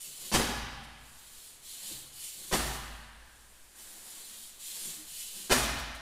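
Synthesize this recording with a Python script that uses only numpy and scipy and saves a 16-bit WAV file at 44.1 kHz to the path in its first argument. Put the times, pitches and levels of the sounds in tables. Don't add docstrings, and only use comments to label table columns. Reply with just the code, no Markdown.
import sys
import numpy as np
from scipy import signal
from scipy.fft import rfft, irfft
from scipy.io import wavfile
from scipy.ndimage import uniform_filter1d

SR = 44100
rng = np.random.default_rng(int(sys.argv[2]) if len(sys.argv) > 2 else 0)


def wav_record(signal):
    frames = np.transpose(np.atleast_2d(signal))
    bounded = np.clip(frames, -1, 1)
    quanta = np.round(bounded * 32767).astype(np.int16)
    wavfile.write(sys.argv[1], SR, quanta)


N = 265041

# freq_hz, t60_s
HALL_T60 = [(60, 2.23), (150, 1.5), (400, 0.7), (800, 1.51), (1600, 1.76), (3000, 1.59), (5000, 1.19),
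            (8000, 0.64), (14000, 0.48)]
# delay_s, level_db
REFLECTIONS = [(.0021, -7.5), (.0058, -4), (0.0111, 0), (.019, -12.5)]
# pitch_hz, level_db, t60_s
HALL_MODES = [(45, -13, 1.2), (53.4, 0, 1.9), (57, -11, 1.5), (74, -10, 1.1), (136, -4, .9)]

# freq_hz, relative_db
ROOM_TONE_COLOUR = [(15, 3), (30, -23), (53, -13), (75, -21), (130, -20), (300, -21), (1270, -23),
                    (3750, -23.5), (6200, -28), (9400, -24.5), (13500, -34.5), (15500, -42)]
PAWL_COLOUR = [(1200, -31), (2100, -9.5), (2800, -6.5), (4800, -3.5), (6200, -5), (8000, 2), (11000, -3.5),
               (12500, -6), (14000, -1.5), (15700, -15.5)]
THUMP_COLOUR = [(50, -4), (130, 4.5), (230, 6), (380, 5.5), (520, 0), (1000, -20), (3000, -47)]
ROLL_COLOUR = [(60, -2), (130, -16), (210, 6.5), (380, 5.5), (520, 1), (850, 1.5), (1300, 0.5), (1700, 4),
               (2400, -3), (5000, -15)]
BLOW_COLOUR = [(35, -29), (60, 0.5), (102, -11.5), (135, 2), (183, -17), (226, -3), (376, -2), (559, -6.5),
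               (849, -5.5), (1380, -10), (1700, -8.5), (1960, -14), (5840, -20), (10900, -28.5),
               (15500, -48)]
CHAIN_COLOUR = [(1000, -13), (3000, -4), (5500, -6), (8000, -2.5), (11000, -3), (13000, -9), (15700, -13.5)]

# start_s, length_s, level_db, swell_db_per_s, low_ring_db
COASTS = [(-.2, .5, -48.5, -1, -3), (0.968, 0.49, -56.5, 20.5, -5), (1.612, 0.34, -48.5, 17, -3),
          (2.123, 0.55, -47.5, 11, -5), (3.23, 0.56, -63.5, 8.5, -28), (3.747, 0.26, -52, 2, -8),
          (4.031, 0.41, -50, 5, -5), (4.59, 0.33, -43, -0.5, -6), (5.062, 0.4, -47.5, -1.5, -3.5)]
# centre_s, gain_db
FLICKS = [(.04, 4), (.265, 5), (1.71, 2.5), (1.885, 3.5), (2.25, 4.5), (3.47, 0.5), (4.85, 1.5),
          (5.21, 3.5), (5.39, 3)]
# start_s, end_s
FREE_SPINS = [(0, 0.24), (2.14, 2.36), (5.06, 5.5)]
# pitch_hz, width_hz, level_db
HUB_HIGH = [(7250, 420, 0), (8350, 1100, -5), (9550, 1200, -3), (10600, 1300, -5)]
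HUB_LOADED = [(3350, 400, -4), (3750, 400, -3), (4130, 320, 0)]
HUB_FREE = [(3020, 280, -1), (3500, 500, -4), (4110, 400, -1)]

# start_s, level_db, length_s, boom_db
SHOVES = [(0.029, -63, 0.084, -58), (1.803, -60, 0.068, -81), (1.884, -51, 0.048, -51),
          (4.829, -53, 0.079, -71)]
# start_s, level_db, length_s
JOLTS = [(0.143, -59.5, 0.19), (2.317, -64, 0.23), (5.29, -61.5, 0.22)]
# start_s, length_s, level_db, swell_db_per_s
ROLLS = [(1.68, 0.27, -63.5, 23), (3.73, 0.61, -63.5, -9), (4.66, 0.29, -61, -6)]
# start_s, length_s, level_db, swell_db_per_s
SCRUBS = [(2.8, 0.52, -66, -1)]
# start_s, level_db, length_s
GROAN = (4.965, -56, .1)

# touch_s, slam_s, rebound_s, level_db, treble_db, rebound_db, boom_db, rattle_db,
# spoke_pitch_hz, spoke_db, spoke_t60_s
LANDINGS = [(0.3164, 0.34, .397, -10.5, -9, -2.5, -39, -30.5, 1500, -52, 1.2),
            (2.513, 2.5262, 2.592, -12, -12.5, -10.5, -37.5, -32, 1760, -46.5, 1.9),
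            (5.497, 5.511, 5.548, -8, -10, -8, -34, -27.5, 1120, -33.5, 0.84)]
# delay_s, level_db, treble_db, tyre_knock_db
TOUCH = [(0, -8.5, -1.5, -12.5), (.006, -8, 2, -23)]
SLAM = [(0, .5, -0.5, -15.5), (.008, 1, 2.5, -20.5), (.02, -2, -3.5, -23)]
REBOUND = [(0.00039, -1.4, -9, -11)]
# pitch_hz, level_db, t60_s
TYRE_MODES = [(237, 0, .07), (300, -3, .05), (387, -1, .08)]
# pitch_hz, level_db, t60_s
METAL_MODES = [(763, -3, .15), (820, -3, .15), (960, -5, .15), (1141, -3, .2), (1231, -4, .2),
               (1460, -5, .2), (1700, -4, .2), (1863, -5, .15), (2279, -9, .12), (2482, -8, .1),
               (3096, -6, .12), (4199, -7, .08), (4899, -3, .07), (5662, 1, .07), (5850, -1, .05)]
# start_s, level_db, length_s
JINGLES = [(.828, -56, 0.022), (2.72, -47.5, 0.045), (3.775, -50.5, 0.047), (5.78, -45, 0.023),
           (5.94, -47, 0.021)]

TYRE_ATTACK_S, TYRE_RELEASE_T60_S = 0.14, 0.82


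def undb(db):
    return 10 ** (np.asarray(db) / 20)


def clock():
    return np.arange(N) / SR


def unit(x):
    return x / np.sqrt(np.mean(x ** 2))


def fade(t60, t):
    return np.exp(-np.log(1000) * t / max(t60, 1e-3))


def add(out, start_s, x):
    i = max(int(start_s * SR), 0)
    out[i:i + len(x)] += x[:N - i]


def through(x, response):
    return signal.fftconvolve(x, response)[:N]


def colour(x, points, size=4096):
    hz, db = np.transpose(points)
    bins_hz = np.arange(size // 2 + 1) * SR / size
    gain = undb(np.interp(np.log(bins_hz + 1), np.log(hz), db))
    cepstrum = irfft(np.log(unit(gain)))
    log_spectrum = rfft(2 * cepstrum[:size // 2], size) - cepstrum[0]
    return through(x, irfft(np.exp(log_spectrum)))


def resonate(x, peaks):
    return sum(undb(db) * signal.lfilter(*signal.iirpeak(hz, hz / width, fs=SR), x)
               for hz, width, db in peaks)


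def ring(modes, t, spread_db):
    chance = rng.standard_normal((len(modes), 2))
    return sum(undb(db + spread_db * luck) * np.sign(side) * np.sin(2 * np.pi * hz * t) * fade(t60, t)
               for (hz, db, t60), (luck, side) in zip(modes, chance))


def clicks(per_s, spread_db):
    hits = rng.random(N) < per_s / SR
    return unit(hits * rng.standard_normal(N) * undb(spread_db * rng.standard_normal(N)))


def swells(rows):
    t = clock()
    return sum(undb(db) * np.sin(np.pi * np.clip((t - s) / length, 0, 1)) for s, db, length, *_ in rows)


def runs(rows, attack_s, release_t60_s):
    t, power = clock(), 0
    for start, length, db, db_per_s in rows:
        age = np.maximum(t - start, 0)
        held = np.minimum(age, length)
        hold = undb(db + db_per_s * (held - length / 2))
        power += (hold * (1 - fade(attack_s, age)) * fade(release_t60_s, age - held)) ** 2
    return np.sqrt(power)


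def hall(tail_db=4, early_db=3, early_t60_s=0.11, build_s=0.0034):
    t = np.arange(2 ** 16) / SR
    hz, t60s = np.transpose(HALL_T60)
    spectrum = rfft(rng.standard_normal(len(t)))
    log_hz = np.log(np.linspace(1, SR / 2, len(spectrum)))
    tail = sum(irfft(spectrum * np.interp(log_hz, np.log(hz), band)) * fade(t60, t)
               for band, t60 in zip(np.eye(len(hz)), t60s))
    early = rng.standard_normal(len(t)) * fade(early_t60_s, t)
    diffuse = undb(tail_db) * unit(tail) + undb(early_db) * unit(early)
    response = diffuse * (1 - fade(build_s, t)) / np.sqrt(len(t))
    direct = (0.000096, 0.019)
    for delay, db in [direct, *REFLECTIONS]:
        response[int(delay * SR)] += undb(db)
    return response / np.sqrt(np.sum(response ** 2))


def moving(x, spots, hop=2048):
    out, place = np.zeros(N), np.arange(N) / hop
    for k, response in enumerate(spots):
        share = np.clip(1 - abs((place - k + 1) % len(spots) - 1), 0, 1)
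        out += through(x * np.sqrt(share), response)
    return out


def room_tone(level_db, waver_db, hum_hz, hum_db):
    steps = np.repeat(rng.standard_normal(N // 4096 + 1), 4096)[:N]
    waver = unit(uniform_filter1d(steps, 4096))
    hum = undb(hum_db) * unit(np.sin(2 * np.pi * hum_hz * clock()))
    return colour(rng.standard_normal(N), ROOM_TONE_COLOUR) * undb(level_db + waver_db * waver) + hum


def pawl(spots, teeth_per_s=946, jitter=.28, spread_db=3):
    wobble = np.repeat(rng.standard_normal(N // 128 + 1), 128)[:N]
    teeth = np.cumsum(teeth_per_s * (1 + jitter * wobble)) / SR
    snaps = np.diff(np.floor(teeth), prepend=0) > 0
    return moving(snaps * rng.choice([-1, 1], N) * undb(spread_db * rng.standard_normal(N)), spots)


def freewheel(spots, low_db, gain_db, flick_width_s=0.062):
    t = clock()
    first, second, third = (pawl(spots) for _ in range(3))
    sizzle = unit(unit(colour(first, PAWL_COLOUR)) + unit(resonate(second, HUB_HIGH)))
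    spinning_free = sum(1. * ((t >= start) & (t < end)) for start, end in FREE_SPINS)
    free = uniform_filter1d(spinning_free, size=2048)
    low = free * unit(resonate(third, HUB_FREE)) + (1 - free) * unit(resonate(third, HUB_LOADED))
    shell_band = signal.butter(2, [2600, 5200], "band", fs=SR, output="sos")
    low = undb(low_db) * unit(signal.sosfilt(shell_band, low))
    flick_db = sum(db * np.exp(-((t - s) / flick_width_s) ** 2) for s, db in FLICKS)
    hub = sum((sizzle + undb(ring_db) * low) * runs([coast], attack_s=0.32, release_t60_s=1)
              for *coast, ring_db in COASTS)
    return undb(gain_db + flick_db) * hub


def thumps():
    return colour(rng.standard_normal(N), THUMP_COLOUR) * swells(SHOVES + JOLTS)


def hall_boom(build_s, shove_db_per_octave):
    t, out = clock()[:2 * SR], np.zeros(N)
    for _, slam_s, _, _, _, _, boom_db, *_ in LANDINGS:
        add(out, slam_s, undb(boom_db) * ring(HALL_MODES, t, spread_db=2.5) * (1 - fade(build_s, t)))
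    top_hz = HALL_MODES[-1][0]
    light = [(hz, db + shove_db_per_octave * np.log2(hz / top_hz), t60) for hz, db, t60 in HALL_MODES]
    for start, _, length, boom_db in SHOVES:
        add(out, start, undb(boom_db) * ring(light, t, spread_db=1) * np.minimum(t / length, 1))
    return out


def tyre_roll(rustle_db):
    gain = runs(ROLLS, TYRE_ATTACK_S, TYRE_RELEASE_T60_S) + undb(rustle_db) * swells(JOLTS)
    return unit(colour(clicks(per_s=900, spread_db=0.5), ROLL_COLOUR)) * gain


def volley():
    for touch_s, slam_s, rebound_s, db, treble_db, rebound_db, *_ in LANDINGS:
        stages = [(touch_s, db, TOUCH), (slam_s, db, SLAM), (rebound_s, db + rebound_db, REBOUND)]
        for start, stage_db, stage in stages:
            for delay, blow_db, bright_db, tyre_db in stage:
                yield start + delay, stage_db + blow_db, treble_db + bright_db, tyre_db


def blows(spots, crack_db, tick_db, clatter_db, clatter_t60_s, rise_s, metal_db, split_hz):
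    t, out = clock()[:SR // 2], np.zeros(N)
    soft, hard = (signal.butter(1, split_hz, kind, fs=SR) for kind in ("low", "high"))
    knock = 1. * (t == 0)
    clatter_gain = undb(clatter_db) * fade(clatter_t60_s, t) * (1 - fade(rise_s, t))
    for k, (start, db, treble_db, tyre_db) in enumerate(volley()):
        clatter = clatter_gain * rng.standard_normal(len(t))
        body = signal.lfilter(*soft, knock + clatter)
        treble = signal.lfilter(*hard, undb(tick_db) * knock + undb(19.5) * clatter)
        crack = undb(crack_db) * colour(body + undb(treble_db) * treble, BLOW_COLOUR)[:len(t)]
        tyre = undb(tyre_db) * ring(TYRE_MODES, t, spread_db=1)
        metal = undb(treble_db + metal_db) * ring(METAL_MODES, t, spread_db=1)
        add(out, start, undb(db) * through(crack + tyre + metal, spots[k % len(spots)]))
    return out


def chain(rise_s=.02, t60_s=.65):
    t, shake = clock()[:SR], swells(JINGLES)
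    for touch_s, _, _, _, _, _, _, rattle_db, *_ in LANDINGS:
        add(shake, touch_s, undb(rattle_db) * fade(t60_s, t) * np.minimum(t / rise_s, 1))
    return shake * colour(clicks(per_s=2100, spread_db=0.5), CHAIN_COLOUR)


def thud(pitch_hz, level_db, t60_s):
    t, out = clock()[:2 * SR], np.zeros(N)
    for _, slam_s, *_ in LANDINGS:
        add(out, slam_s, -undb(level_db) * np.sin(2 * np.pi * pitch_hz * t) * fade(t60_s, t))
    return out


def spokes(detune, count=36):
    t, out = clock()[:3 * SR // 2], np.zeros(N)
    for _, slam_s, *_, hz, db, t60 in LANDINGS:
        wheel = [(hz * (1 + detune * offset), db, t60) for offset in rng.standard_normal(count)]
        add(out, slam_s, ring(wheel, t, spread_db=1) / np.sqrt(count))
    return out


def tyre_scrub():
    slips = clicks(per_s=2800, spread_db=5)
    scrub = resonate(resonate(slips, [(1630, 250, 0)]), [(1665, 400, 0)])
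    return unit(scrub) * runs(SCRUBS, TYRE_ATTACK_S, TYRE_RELEASE_T60_S)


def tyre_groan(pitch_hz):
    return np.sin(2 * np.pi * pitch_hz * clock()) * swells([GROAN])


def scene():
    spots = [hall() for _ in range(8)]
    mono = blows(spots, crack_db=7.5, tick_db=18.5, clatter_db=-13.5, clatter_t60_s=0.031,
                 rise_s=0.015, metal_db=-22.5, split_hz=4300)
    mono += moving(chain(), spots[:3]) + spokes(detune=.09)
    mono += thud(pitch_hz=38.8, level_db=-26, t60_s=0.109)
    mono += hall_boom(build_s=0.29, shove_db_per_octave=7)
    mono += freewheel(spots, low_db=-4, gain_db=1)
    tyres = tyre_roll(rustle_db=-1) + tyre_scrub() + thumps()
    mono += moving(tyres, spots[:3]) + tyre_groan(pitch_hz=310)
    mono += room_tone(level_db=-57.5, waver_db=0.5, hum_hz=53.8, hum_db=-77.5)
    return np.array([mono, mono])


def record(dry):
    return signal.sosfilt(signal.ellip(10, .2, 80, 15500, fs=SR, output="sos"), dry)


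dry = scene()
out = record(dry)
wav_record(out)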